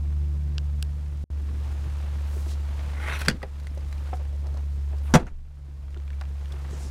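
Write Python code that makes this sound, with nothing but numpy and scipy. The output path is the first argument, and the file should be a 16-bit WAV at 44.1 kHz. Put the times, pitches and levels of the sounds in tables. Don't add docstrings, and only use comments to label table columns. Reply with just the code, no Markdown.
import sys
import numpy as np
from scipy import signal
from scipy.fft import rfft, irfft
from scipy.io import wavfile

SR = 44100
rng = np.random.default_rng(int(sys.argv[2]) if len(sys.argv) > 2 else 0)


def convert_level_to_amplitude(level_db):
    exponent = np.asarray(level_db, float) / 20
    return 10 ** exponent


def output_pcm(signal):
    pcm = np.clip(np.atleast_2d(signal).T, -1, 1) * 32767
    wavfile.write(sys.argv[1], SR, np.round(pcm).astype(np.int16))


N = 304290

# [time_s, level_db, octave_rel_db]
DRONE_LEVELS = [(0.05, -26, -16.5), (0.2, -24, -16.5), (0.5, -27, -12), (0.8, -26, -15.5),
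                (0.97, -29.5, -13.5), (1.2, -30, -14.5), (1.36, -27.5, -38), (1.8, -28.5, -22),
                (2.47, -27, -23.5), (2.9, -28.5, -21), (3.27, -29.5, -19), (4.0, -29, -21),
                (4.7, -27.5, -19.5), (5.1, -26.5, -23), (5.6, -30, -8.5), (6.15, -26, -23.5),
                (6.6, -29.5, -15.5), (6.9, -30.5, -15)]
# [time_s, firing_hz]
MOTOR_SPEED = [(0, 72.6), (1.24, 72.5), (1.3, 71.9), (2.4, 71.9), (3.3, 71.2), (5, 70.7), (6, 70.1),
               (6.9, 70)]
# [ratio_to_firing_hz, level_rel_db]
SIDE_BANDS = [(0.502, -36.5), (1.5, -36.5), (2.368, -31), (3.05, -32), (4, -43), (4.65, -36)]
SIDE_FADE_DB_PER_S = -2

# [rest_db, effort_share, ducking_share, jolt_db, jolt_t60_s]
CABIN_LAYERS = [
    (-49, .1, 0.28, -29, .5),
    (-54.5, .2, 1, -31.5, 0.35),
    (-60.5, 0.88, 1, -43, 0.36),
    (-66.5, 0.6, 0.93, -60, 0.33),
]
# [freq_hz, level_db]
SWAY_SPECTRUM = [(10, -21), (20, 14.5), (35, 4), (50, 19), (60, -1.5), (80, -19)]
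# [freq_hz, level_db]
RUMBLE_SPECTRUM = [(60, -27), (90, 12), (120, 10.5), (170, 5), (300, -1), (500, -5.5), (1000, -20.5)]
# [freq_hz, level_db]
CLOTH_SPECTRUM = [(250, -17), (500, -1), (900, -0.5), (1500, -4.5), (2500, -8.5), (4000, -14.5),
                  (7000, -39)]
# [freq_hz, level_db]
SWISH_SPECTRUM = [(1500, -6.5), (3000, -1), (5000, 0.5), (7000, -2), (9000, -4.5), (12000, -9),
                  (15000, -12.5), (17000, -23.5)]
# [time_s, effort_db]
HAND_EFFORT = [(0, 0.5), (1.35, 0.5), (1.66, 9), (2.3, 9), (2.57, 7.5), (2.87, 13), (3.0, 11), (3.4, 11.5),
               (3.7, 4), (4.08, 8), (4.3, 1.5), (4.55, 2.5), (4.86, 0.5), (5.1, 4.5), (5.8, 3.5), (6.27, 4),
               (6.76, 11.5), (6.9, 7)]
# [start_s, depth_db, fall_s, hold_s, recovery_s]
DUCKS = [
    (3.275, -7.5, 0.097, 0.17, 0.21),
    (5.14, -13, 0.035, 0.32, 0.59),
]

# [start_s, peak_db, contact_ring_db]
SWITCH_CLICKS = [
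    (0.5815, -10.5, -34),
    (0.8262, -12.5, -11.5),
]
# [freq_hz, level_db, t60_s]
SWITCH_MODES = [(1600, 3, 0.015), (2800, 12, 0.0059), (3120, 9, 0.003), (5060, 11.5, 0.0042),
                (5600, 9.5, 0.0056), (6980, 0.5, 0.0057)]
# [freq_hz, level_db, t60_s]
CONTACT_MODES = [(7940, 12.5, 0.0028), (10360, 4.5, 0.0047), (13800, 2, 0.0038)]
CASING_ECHO_GAIN, CASING_ECHO_S = 0.8, 0.000242

# [start_s, length_s, peak_db, centre_hz, breadth_octaves]
STROKES = [(2.24, 0.3, -56, 7300, 1.3), (2.47, 0.083, -49, 4900, 1.16), (5.02, 0.085, -62, 11200, 0.49),
           (5.09, 0.048, -61.5, 9000, .9), (5.06, 0.042, -56.5, 2880, 0.55), (5.066, 0.1, -50, 900, 0.91),
           (6.69, 0.11, -56.5, 7260, .43), (6.77, 0.14, -51.5, 6800, 0.76)]
# [start_s, length_s, peak_db, centre_hz, breadth_octaves]
RUBS = [(1.33, 0.31, -51.5, 228, 0.69), (3.314, 0.056, -36.5, 190, 0.6), (4.186, 0.048, -51, 580, .6),
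        (4.299, 0.075, -57, 640, 0.39), (4.424, .09, -52, 605, 0.87), (4.514, 0.095, -51.5, 600, 1),
        (4.917, 0.041, -50, 600, 0.94), (6.498, 0.077, -53, 700, 1.5), (6.599, 0.33, -52.5, 262, 0.88)]
# [start_s, length_s, peak_db, centre_hz, breadth_octaves]
NOISE_BURSTS = [(3.187, .016, -46, 11000, .7), (3.205, 0.019, -46, 11000, 0.64), (3.288, 0.019, -46, 8000, .7),
                (5.196, 0.042, -48, 1100, 0.8), (5.266, 0.029, -51.5, 1500, 0.81),
                (6.213, 0.013, -44.5, 1310, 1), (3.745, .012, -60, 9000, .8), (4.135, 0.044, -62, 8000, .8),
                (3.25, .02, -56, 9000, .8), (3.315, .02, -58, 5000, .9), (3.43, .012, -56, 4000, .6),
                (6.518, .012, -52, 5000, .9), (6.21, .008, -56, 4500, .6)]
STROKE_SKEW, STROKE_SOFTNESS, SINK_OCTAVES = 0.99, 0.74, 0.27

# [start_s, length_s, level_db, from_hz, to_hz]
OUTSIDE_ENGINE = (1.4, 0.65, -43.5, 118, 107.5)

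# [start_s, peak_db, ring_hz]
KNOCKS = [(2.036, -30.5, 346), (2.365, -31, 376), (2.465, -32.5, 334), (2.746, -38, 910),
          (2.999, -32, 1450), (3.212, -26, 1300), (3.418, -34, 1250), (3.431, -19.5, 523),
          (3.434, -28.5, 785), (3.439, -53, 1100), (3.773, -33, 553), (4.13, -20.5, 746), (4.21, -37, 510),
          (4.93, -38, 725), (3.351, -38, 203), (5.228, -31, 298), (5.682, -45, 338), (5.966, -32, 353),
          (6.213, -34.5, 800), (6.422, -45, 503), (6.541, -35, 366), (6.73, -33.5, 337)]
KNOCK_CYCLES, KNOCK_MIN_T60_S = 15.3, 0.044

# [time_s, pressure_db]
DRAG_PRESSURE = [(2.92, -55), (2.971, -48), (3.02, -39), (3.05, -39), (3.1, -36), (3.15, -37.5),
                 (3.171, -38), (3.185, -54.5)]
# [freq_hz, width_hz, level_db]
LATCH_RESONANCES = [(562, 140, -35.5), (853, 49, -1.5), (1260, 150, -14.5), (1520, 680, 6.5),
                    (2000, 400, 8), (2445, 190, -7), (3260, 300, -8.5)]
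# [freq_hz, level_db]
EDGE_SPECTRUM = [(1200, -30), (2900, 7.5), (3800, 3.5), (4800, -3), (5800, -3.5), (7000, -7), (10000, -7),
                 (16000, -20)]
# [peak_s, level_db, half_length_s]
LAST_SLIPS = [
    (3.195, -43, 0.0048),
    (3.217, -34, 0.015),
    (3.263, -37.5, 0.0056),
]
RASP_DB, RASP_DB_PER_S = -12.5, 39.5
BENT_STRETCH, BEND_FROM_S, BEND_TO_S = 1.3, 3.08, 3.13

# [start_s, length_s, level_db, from_hz, to_hz]
CHATTER = [(3.02, 0.053, -46, 2100, 2070), (3.064, 0.036, -38, 2080, 2090), (3.078, 0.017, -44, 790, 930),
           (3.05, .04, -47, 1350, 1600), (3.097, 0.045, -43, 1440, 1420), (3.11, 0.023, -40, 2150, 2200),
           (3.128, 0.025, -40, 1530, 1300), (3.13, 0.019, -42, 1600, 2500), (3.145, 0.032, -41, 2700, 1900),
           (3.092, 0.026, -47, 3750, 3620), (3.12, 0.036, -46, 4200, 3420), (3.122, 0.05, -52, 5850, 5800),
           (3.162, 0.023, -43, 1700, 1400), (3.188, .014, -47, 4760, 3780), (3.188, 0.045, -54, 5850, 5400),
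           (3.206, 0.021, -52, 4300, 4300), (3.249, .016, -52, 4250, 4200), (3.256, .01, -49, 5700, 5200),
           (3.256, .009, -42, 1500, 1270), (3.194, 0.013, -47, 1940, 2080)]
CHATTER_WIDTH_HZ, CHATTER_SLIPS_PER_S = 420, 2500

# [start_s, peak_db, ring_hz]
TICKS = [(3.0847, -34, 2140), (3.2105, -27, 1400), (3.217, -26, 1520), (3.261, -28, 1520),
         (3.369, -52, 1930), (3.4295, -33, 1940), (3.67, -36.5, 1990), (3.927, -35, 2100),
         (3.9796, -46, 2430), (4.0213, -55, 1410), (4.0733, -47, 1420), (4.138, -43, 1300),
         (4.17, -46, 1450), (5.197, -40, 1580), (5.2588, -58, 4160), (6.2118, -32, 1460),
         (6.5226, -44, 3360), (6.709, -41, 1260)]
# [start_s, peak_db, ring_hz]
CRACKS = [(3.2505, -34, 1090), (3.599, -48.5, 1550), (3.634, -53, 1360), (3.7758, -50, 2020),
          (4.4687, -46, 1170), (4.5415, -49, 1230), (4.5723, -47, 1250), (4.9825, -49.5, 4700)]
TICK_EDGE_DB, CRACK_EDGE_DB = -12.5, -4
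FAINT_T60_S, T60_DB_PER_DB = 0.027, -0.37

# [start_s, peak_db, freq_hz, t60_s]
PINGS = [(3.296, -29, 3380, .03), (3.299, -30, 1880, 0.045), (3.312, -35, 1600, 0.027),
         (3.312, -35, 2880, 0.033), (3.367, -48, 2000, .02), (3.2165, -27, 1520, .03),
         (3.251, -33, 1070, .02), (3.284, -22, 205, .12), (3.4295, -30, 1950, .035), (4.13, -33, 520, .05),
         (4.131, -38, 1300, .03), (3.431, -41, 4900, .02), (3.431, -35, 2650, 0.017),
         (3.67, -47, 6070, .015), (3.6705, -46, 8800, 0.018), (3.776, -50, 5900, .025),
         (3.776, -48, 3900, .02), (3.704, -54, 5200, .025), (3.809, -52, 4700, .02),
         (3.927, -47, 4000, .03), (3.926, -48, 7300, .02), (4.136, -50, 5200, .03), (4.074, -54, 5500, .02),
         (5.139, -18.5, 2140, .03), (5.14, -23, 5700, .06), (5.149, -32.5, 4790, 0.068),
         (5.151, -26, 1218, 0.1), (5.152, -22, 3340, .06), (5.165, -27, 675, 0.13),
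         (5.268, -50, 6300, .015), (5.2685, -42, 1500, .03), (5.964, -45, 1400, 0.024),
         (6.5215, -41, 3450, .02), (6.237, -48, 2400, .02), (6.131, -43, 2300, .02),
         (6.0783, -45, 2380, .02), (6.104, -45, 1800, .02)]

# [start_s, rattle_db, thud_db, thud_hz, t60_s]
RELEASE_BLOWS = [(3.279, -54.5, -21, 175, 0.037), (3.283, -14, -18.5, 300, 0.026),
                 (3.286, -18.5, -40.5, 258, 0.0067), (3.2895, -24, -13, 461, 0.0063),
                 (3.299, -26, -24.5, 145, 0.015), (3.311, -35, -17.5, 108, 0.016)]
# [freq_hz, level_db]
RELEASE_SPECTRUM = [(300, 9.5), (600, -5.5), (1000, -12), (1600, -16.5), (2000, 0.5), (3000, -4),
                    (4550, -4), (6500, -5.5), (8500, -12.5), (12000, -17), (16000, -30)]
# [start_s, rattle_db, thud_db, thud_hz, t60_s]
SLAM_BLOWS = [(5.1387, -8.5, -5.5, 234, 0.037), (5.1445, -14.5, -13, 500, 0.06),
              (5.151, -8, -3, 144, 0.042), (5.157, -18, -19, 704, 0.045), (5.1635, -43, -10.5, 173, 0.026),
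              (5.172, -34, -31, 390, 0.045), (5.2, -44, -35, 242, 0.11), (5.267, -48.5, -58, 290, 0.12)]
# [freq_hz, level_db]
SLAM_SPECTRUM = [(300, -6), (500, -10), (700, -3.5), (1050, -12.5), (1400, -9.5), (2200, -14),
                 (3300, -22.5), (4700, -25.5), (5770, -20.5), (7000, -24), (10000, -31.5), (16000, -46)]
# [freq_hz, level_db, t60_s]
LID_MODES = [(28.4, -23, .25), (40.1, -13, 0.13), (97, 2, 0.023), (144, 9, 0.024), (234, 11, 0.025),
             (290, -8, 0.061), (405, -4, 0.037), (500, -9, 0.09), (564, -14, .06), (709, -13, .06),
             (983, -14, .06)]
# [freq_hz, level_db, t60_s]
SPRING_MODES = [(1560, 3, 0.0082), (1950, -11.5, 0.024), (4600, -1.5, 0.0081), (537, -15, 0.029),
                (8200, -1.5, 0.0037), (5560, -37, 0.0094)]
SPRING_START_S = 3.2834

# [start_s, length_s, level_db, from_hz, to_hz]
SQUEAKS = [(3.852, 0.11, -74, 9620, 9250), (4.005, .05, -75, 11500, 11300), (4.13, .06, -77, 10900, 10700),
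           (3.86, .06, -78, 8250, 8200)]
# [start_s, peak_db, freq_hz, t60_s]
WOBBLE = [
    (5.222, -26, 33, .25),
    (5.321, -28.5, 23.6, .8),
]
# [start_s, peak_db]
CREAKS = [(5.907, -55), (5.928, -52), (5.945, -45), (5.9737, -45), (6.0008, -49), (6.0207, -57),
          (6.0785, -45), (6.104, -41.5), (6.131, -45), (6.2034, -47), (6.237, -46), (6.2532, -43),
          (6.369, -50), (6.411, -51), (6.4573, -43), (6.4822, -51)]
# [freq_hz, level_db]
STRAP_SPECTRUM = [(1000, -22), (1350, 8.5), (2500, 1), (3600, 0), (4600, -12), (6500, -11), (10000, -28)]
STRAP_T60_S = 0.011

ECHO_DB, ECHO_T60_S, ECHO_LOWPASS_HZ = -17, 0.1, 2500
DROPOUT_FROM_S, DROPOUT_TO_S, LEAK_DB = 1.2405, 1.302, -36
BAND_LIMIT_HZ = 15900


def evened(x):
    return x / np.sqrt(np.mean(x ** 2) + 1e-20)


def played(curve):
    time_s, *columns = np.transpose(curve)
    return [np.interp(np.arange(N) / SR, time_s, c) for c in columns]


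def coloured(x, spectrum):
    f, db = np.transpose(spectrum)
    hz = np.fft.rfftfreq(len(x), 1 / SR) + 1
    gain = convert_level_to_amplitude(np.interp(np.log(hz), np.log(f), db, -90, -90))
    return irfft(rfft(x) * gain, len(x))


def slow(hz):
    lowpass = signal.butter(2, hz, fs=SR, output="sos")
    return evened(signal.sosfilt(lowpass, rng.standard_normal(N + SR))[SR:])


def progress(length_s):
    return np.arange(0, 1, 1 / (length_s * SR))


def ring(hz, t60_s, size):
    t = np.arange(size) / SR
    return convert_level_to_amplitude(-60 * t / np.maximum(t60_s, 0.002)) * np.sin(2 * np.pi * hz * t)


def modes(table, size=3000):
    return sum(convert_level_to_amplitude(db) * ring(hz, t60_s, size) for hz, db, t60_s in table)


def add(mix, start_s, sound):
    part = mix[round(start_s * SR):][:len(sound)]
    part += sound[:len(part)]


def ducking():
    t, gain_db = np.arange(N) / SR, np.zeros(N)
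    for s, depth_db, fall_s, hold_s, recovery_s in DUCKS:
        recovery = np.exp(-np.maximum(t - s - hold_s, 0) / recovery_s)
        gain_db += depth_db * np.clip((t - s) / fall_s, 0, 1) * recovery
    return gain_db


def drone():
    t = np.arange(N) / SR
    db, octave_db = played(DRONE_LEVELS)
    db = db + ducking()
    firing_hz = played(MOTOR_SPEED)[0] + 0.18 * slow(4.5)
    turn = 2 * np.pi * np.cumsum(firing_hz) / SR
    out = convert_level_to_amplitude(db + 0.5 * slow(28)) * np.sin(turn)
    out += convert_level_to_amplitude(db + octave_db + slow(7.3)) * np.cos(2 * turn + 0.23 * slow(3.5))
    for order, rel_db in SIDE_BANDS:
        order_db = db + rel_db + 2 + SIDE_FADE_DB_PER_S * t + 3 * slow(4.9)
        out += convert_level_to_amplitude(order_db) * np.sin(order * turn + 1.3 * slow(6))
    return np.sqrt(2) * out


def cabin():
    out, t = np.zeros(N), np.arange(N) / SR
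    effort_db, duck_db = played(HAND_EFFORT)[0], ducking()
    # spectrum, level band from_hz, to_hz, lump depth_db, lump rate_hz
    layers = [(SWAY_SPECTRUM, 18, 55, 1.1, 5), (RUMBLE_SPECTRUM, 170, 450, 2.2, 25),
              (CLOTH_SPECTRUM, 600, 2800, 1.8, 60), (SWISH_SPECTRUM, 4500, 13000, 1.1, 80)]
    for levels, (spectrum, lo_hz, hi_hz, lump_db, lump_hz) in zip(CABIN_LAYERS, layers):
        rest_db, follow, ducked, jolt_db, t60_s = levels
        noise = coloured(rng.standard_normal(N) * convert_level_to_amplitude(lump_db * slow(lump_hz)), spectrum)
        bandpass = signal.butter(2, [lo_hz, hi_hz], "band", fs=SR, output="sos")
        band = signal.sosfilt(bandpass, noise)
        jolt = np.zeros(N)
        for s, depth_db, *_ in DUCKS:
            jolt += (t > s) * convert_level_to_amplitude(jolt_db - 0.58 * (depth_db + 10.5) - 60 * abs(t - s) / t60_s)
        steady = convert_level_to_amplitude(rest_db + follow * effort_db + ducked * duck_db)
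        out += np.hypot(steady, jolt) * noise / np.std(band)
    return out


def switch():
    out, t = np.zeros(N), np.arange(3000) / SR
    snap = modes(SWITCH_MODES) * np.minimum(t / 0.0005, 1)
    snap = snap + CASING_ECHO_GAIN * np.interp(t - CASING_ECHO_S, t, snap)
    snap = snap / abs(snap).max()
    contact = modes(CONTACT_MODES) * np.minimum(t / 0.00048, 1)
    for s, db, contact_db in SWITCH_CLICKS:
        add(out, s, -convert_level_to_amplitude(db - 5.5) * (snap + convert_level_to_amplitude(contact_db) * contact))
    return out


def rubbing(strokes):
    out = np.zeros(N)
    for s, length_s, db, centre_hz, octaves in strokes:
        hz, at_s, z = signal.stft(rng.standard_normal(SR // 2), SR, nperseg=512)
        away = np.log2((hz[:, None] + 1) / centre_hz) + SINK_OCTAVES * at_s / length_s
        u = progress(length_s)
        hiss = signal.istft(z * np.exp(-(away / octaves) ** 2), SR, nperseg=512)[1][:len(u)]
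        swell = abs(np.sin(np.pi * u ** STROKE_SKEW)) ** STROKE_SOFTNESS
        add(out, s, convert_level_to_amplitude(db + 1.1 * slow(70)[:len(u)]) * swell * evened(hiss))
    return out


def outside_engine():
    out = np.zeros(N)
    s, length_s, db, from_hz, to_hz = OUTSIDE_ENGINE
    u = progress(length_s)
    hz = from_hz + (to_hz - from_hz) * u + 2.92 * slow(8.4)[:len(u)]
    turn = 2 * np.pi * np.cumsum(hz) / SR
    note = np.sin(turn) + convert_level_to_amplitude(-11) * np.sin(2 * turn) + convert_level_to_amplitude(-16) * np.sin(3 * turn)
    add(out, s, convert_level_to_amplitude(db + 2 * slow(8.6)[:len(u)]) * np.sin(np.pi * u) ** 0.5 * note)
    return out


def knocks():
    out, t = np.zeros(N), np.arange(3000) / SR
    for s, db, hz in KNOCKS:
        t60_s = max(KNOCK_CYCLES / hz, KNOCK_MIN_T60_S)
        spectrum = [(0.099 * hz, -20), (0.2 * hz, -3), (hz, 0), (1.4 * hz, -8), (5 * hz, -26)]
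        body = evened(coloured(rng.standard_normal(3000), spectrum)) * convert_level_to_amplitude(-45 * t / t60_s)
        pair = ring(hz, t60_s, 3000) + 0.35 * ring(1.7 * hz, 0.5 * t60_s, 3000)
        add(out, s, convert_level_to_amplitude(db) * (0.62 * pair + 0.31 * body) * np.minimum(t / 0.0015, 1))
    return out


def latch_ringing(slips, stretch):
    response = np.zeros(1500)
    for hz, width_hz, db in LATCH_RESONANCES:
        t60_s = 3 / (0.92 * stretch * width_hz)
        response += convert_level_to_amplitude(db) * np.sqrt(width_hz) * ring(stretch * hz, t60_s, 1500)
    return evened(signal.oaconvolve(slips, response)[:N])


def scrape():
    t = np.arange(N) / SR
    start_s, end_s = DRAG_PRESSURE[0][0], DRAG_PRESSURE[-1][0]
    strength = convert_level_to_amplitude(2.2 * rng.exponential(1, N).clip(0, 4)) * rng.standard_normal(N)
    slips = strength * (rng.random(N) < 5000 / SR)
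    slips *= convert_level_to_amplitude(2 * slow(131) + 1.3 * slow(35))
    flat, bent = latch_ringing(slips, 1), latch_ringing(slips, BENT_STRETCH)
    rasp = evened(coloured(np.tanh(slips), EDGE_SPECTRUM))
    rasp *= convert_level_to_amplitude(RASP_DB + RASP_DB_PER_S * np.clip(t - start_s, 0, 0.25))
    drag = convert_level_to_amplitude(played(DRAG_PRESSURE)[0]) * np.clip((t - start_s) / 0.019, 0, 1) * (t < end_s)
    jerks = sum(convert_level_to_amplitude(db) * np.exp(-abs(t - s) / half_s) for s, db, half_s in LAST_SLIPS)
    bend = np.interp(t, [BEND_FROM_S, BEND_TO_S], [0, np.pi / 2])
    return (drag + jerks) * (np.cos(bend) * flat + np.sin(bend) * bent + rasp)


def chatter():
    out = np.zeros(N)
    r = np.exp(-np.pi * CHATTER_WIDTH_HZ / SR)
    for s, length_s, db, from_hz, to_hz in CHATTER:
        u = np.arange(4000) / (length_s * SR)
        hit, size = rng.random((2, 4000))
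        slips = (hit < CHATTER_SLIPS_PER_S / SR) * (2 * size - 1)
        slips = slips * np.sin(np.pi * u.clip(0, 1)) ** 0.5
        hz = from_hz + (to_hz - from_hz) * u.clip(0, 1)
        turn = np.exp(2j * np.pi * np.cumsum(hz) / SR)
        rung = evened((turn * signal.lfilter([1], [1, -2 * r, r * r], slips / turn)).real)
        add(out, s, convert_level_to_amplitude(db) * rung / rung[:round(length_s * SR)].std())
    return out


def ticks():
    out, t = np.zeros(N), np.arange(3000) / SR
    edge_spectrum = [(2500, -21), (4000, 0.5), (6000, -5.5), (10000, -14), (16000, -22.5)]
    rows = [(*r, TICK_EDGE_DB) for r in TICKS] + [(*r, CRACK_EDGE_DB) for r in CRACKS]
    for s, db, hz, edge_db in rows:
        t60_s = FAINT_T60_S * convert_level_to_amplitude(T60_DB_PER_DB * (db + 46.5))
        body_spectrum = [(0.099 * hz, -25), (hz, 0), (1.68 * hz, -6), (6.6 * hz, -22)]
        body = evened(coloured(rng.standard_normal(3000), body_spectrum))
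        edge = evened(coloured(rng.standard_normal(3000), edge_spectrum))
        burst = (0.5 * body + convert_level_to_amplitude(edge_db) * edge) * convert_level_to_amplitude(-60 * t / max(t60_s, 0.002))
        add(out, s, convert_level_to_amplitude(db) * (0.5 * ring(hz, t60_s, 3000) + burst))
    return out


def pings():
    out, attack = np.zeros(N), np.minimum(np.arange(8000) / (0.0006 * SR), 1)
    for s, db, hz, t60_s in PINGS:
        add(out, s, convert_level_to_amplitude(db) * ring(hz, t60_s, 8000) * attack)
    return out


def bang(blows, spectrum, lid_db):
    out, t = np.zeros(N), np.arange(24000) / SR
    lid = convert_level_to_amplitude(lid_db) * modes(LID_MODES, 24000)
    for k, (s, db, thud_db, thud_hz, t60_s) in enumerate(blows):
        rattle = evened(coloured(rng.standard_normal(24000), spectrum))
        rattle *= convert_level_to_amplitude(db - 60 * t / t60_s) * np.minimum(t / 0.00045, 1)
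        thud = convert_level_to_amplitude(thud_db) * (ring(thud_hz, 1.3 * t60_s, 24000) + lid) * np.minimum(t / 0.002, 1)
        add(out, s, rattle - (-1) ** k * thud)
    return out


def latch_spring():
    out, t = np.zeros(N), np.arange(3000) / SR
    add(out, SPRING_START_S, modes(SPRING_MODES) * np.minimum(t / 0.0014, 1))
    return out


def squeaks():
    out = np.zeros(N)
    for s, length_s, db, from_hz, to_hz in SQUEAKS:
        u = progress(length_s)
        hz = from_hz + (to_hz - from_hz) * u + 90 * slow(150)[:len(u)]
        tone = np.sin(2 * np.pi * np.cumsum(hz) / SR)
        add(out, s, convert_level_to_amplitude(db + 4 * slow(60)[:len(u)]) * np.sin(np.pi * u) ** 0.5 * tone)
    return out


def dashboard_wobble():
    out = np.zeros(N)
    for s, db, hz, t60_s in WOBBLE:
        add(out, s, convert_level_to_amplitude(db) * ring(hz, t60_s, SR))
    return out


def strap_creaks():
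    out, t = np.zeros(N), np.arange(1500) / SR
    for s, db in CREAKS:
        burst = evened(coloured(rng.standard_normal(1500), STRAP_SPECTRUM))
        add(out, s, convert_level_to_amplitude(db - 60 * t / STRAP_T60_S) * burst)
    return out


def echoes(x):
    t = np.arange(6000) / SR
    scatter = rng.standard_normal(6000) * convert_level_to_amplitude(-60 * t / ECHO_T60_S) * (t > 0.003)
    scatter = signal.lfilter(*signal.butter(1, ECHO_LOWPASS_HZ, fs=SR), scatter)
    return x + convert_level_to_amplitude(ECHO_DB) * signal.oaconvolve(x, scatter / np.linalg.norm(scatter))[:N]


def scene():
    hand = rubbing(STROKES + RUBS) + scrape() + squeaks() + strap_creaks()
    trim = knocks() + ticks() + latch_spring()
    release = bang(RELEASE_BLOWS, RELEASE_SPECTRUM, lid_db=-14.5)
    slam = bang(SLAM_BLOWS, SLAM_SPECTRUM, lid_db=-10.5)
    background = drone() + cabin() + outside_engine() + dashboard_wobble()
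    close = switch() + chatter() + pings() + rubbing(NOISE_BURSTS)
    return (background + close + echoes(hand + trim + release + slam))[None]


def low_pass(x):
    return signal.sosfilt(signal.butter(12, 16530, fs=SR, output="sos"), x)


def record(dry):
    t = np.arange(N) / SR
    edges_s = [DROPOUT_FROM_S - 0.001, DROPOUT_FROM_S, DROPOUT_TO_S, DROPOUT_TO_S + 0.001]
    gone = np.interp(t, edges_s, [0, 1, 1, 0])
    muffled = signal.lfilter([0.03], [1, -0.97], dry)
    mix = dry * (1 - gone) + convert_level_to_amplitude(LEAK_DB) * gone * muffled
    mix = 0.77 * np.tanh(mix / 0.78)
    lowpass = signal.firwin(255, BAND_LIMIT_HZ, window=("kaiser", 8), fs=SR)
    mix = signal.oaconvolve(mix, lowpass[None], "same")
    return low_pass(mix)


dry = scene()
out = record(dry)
output_pcm(out)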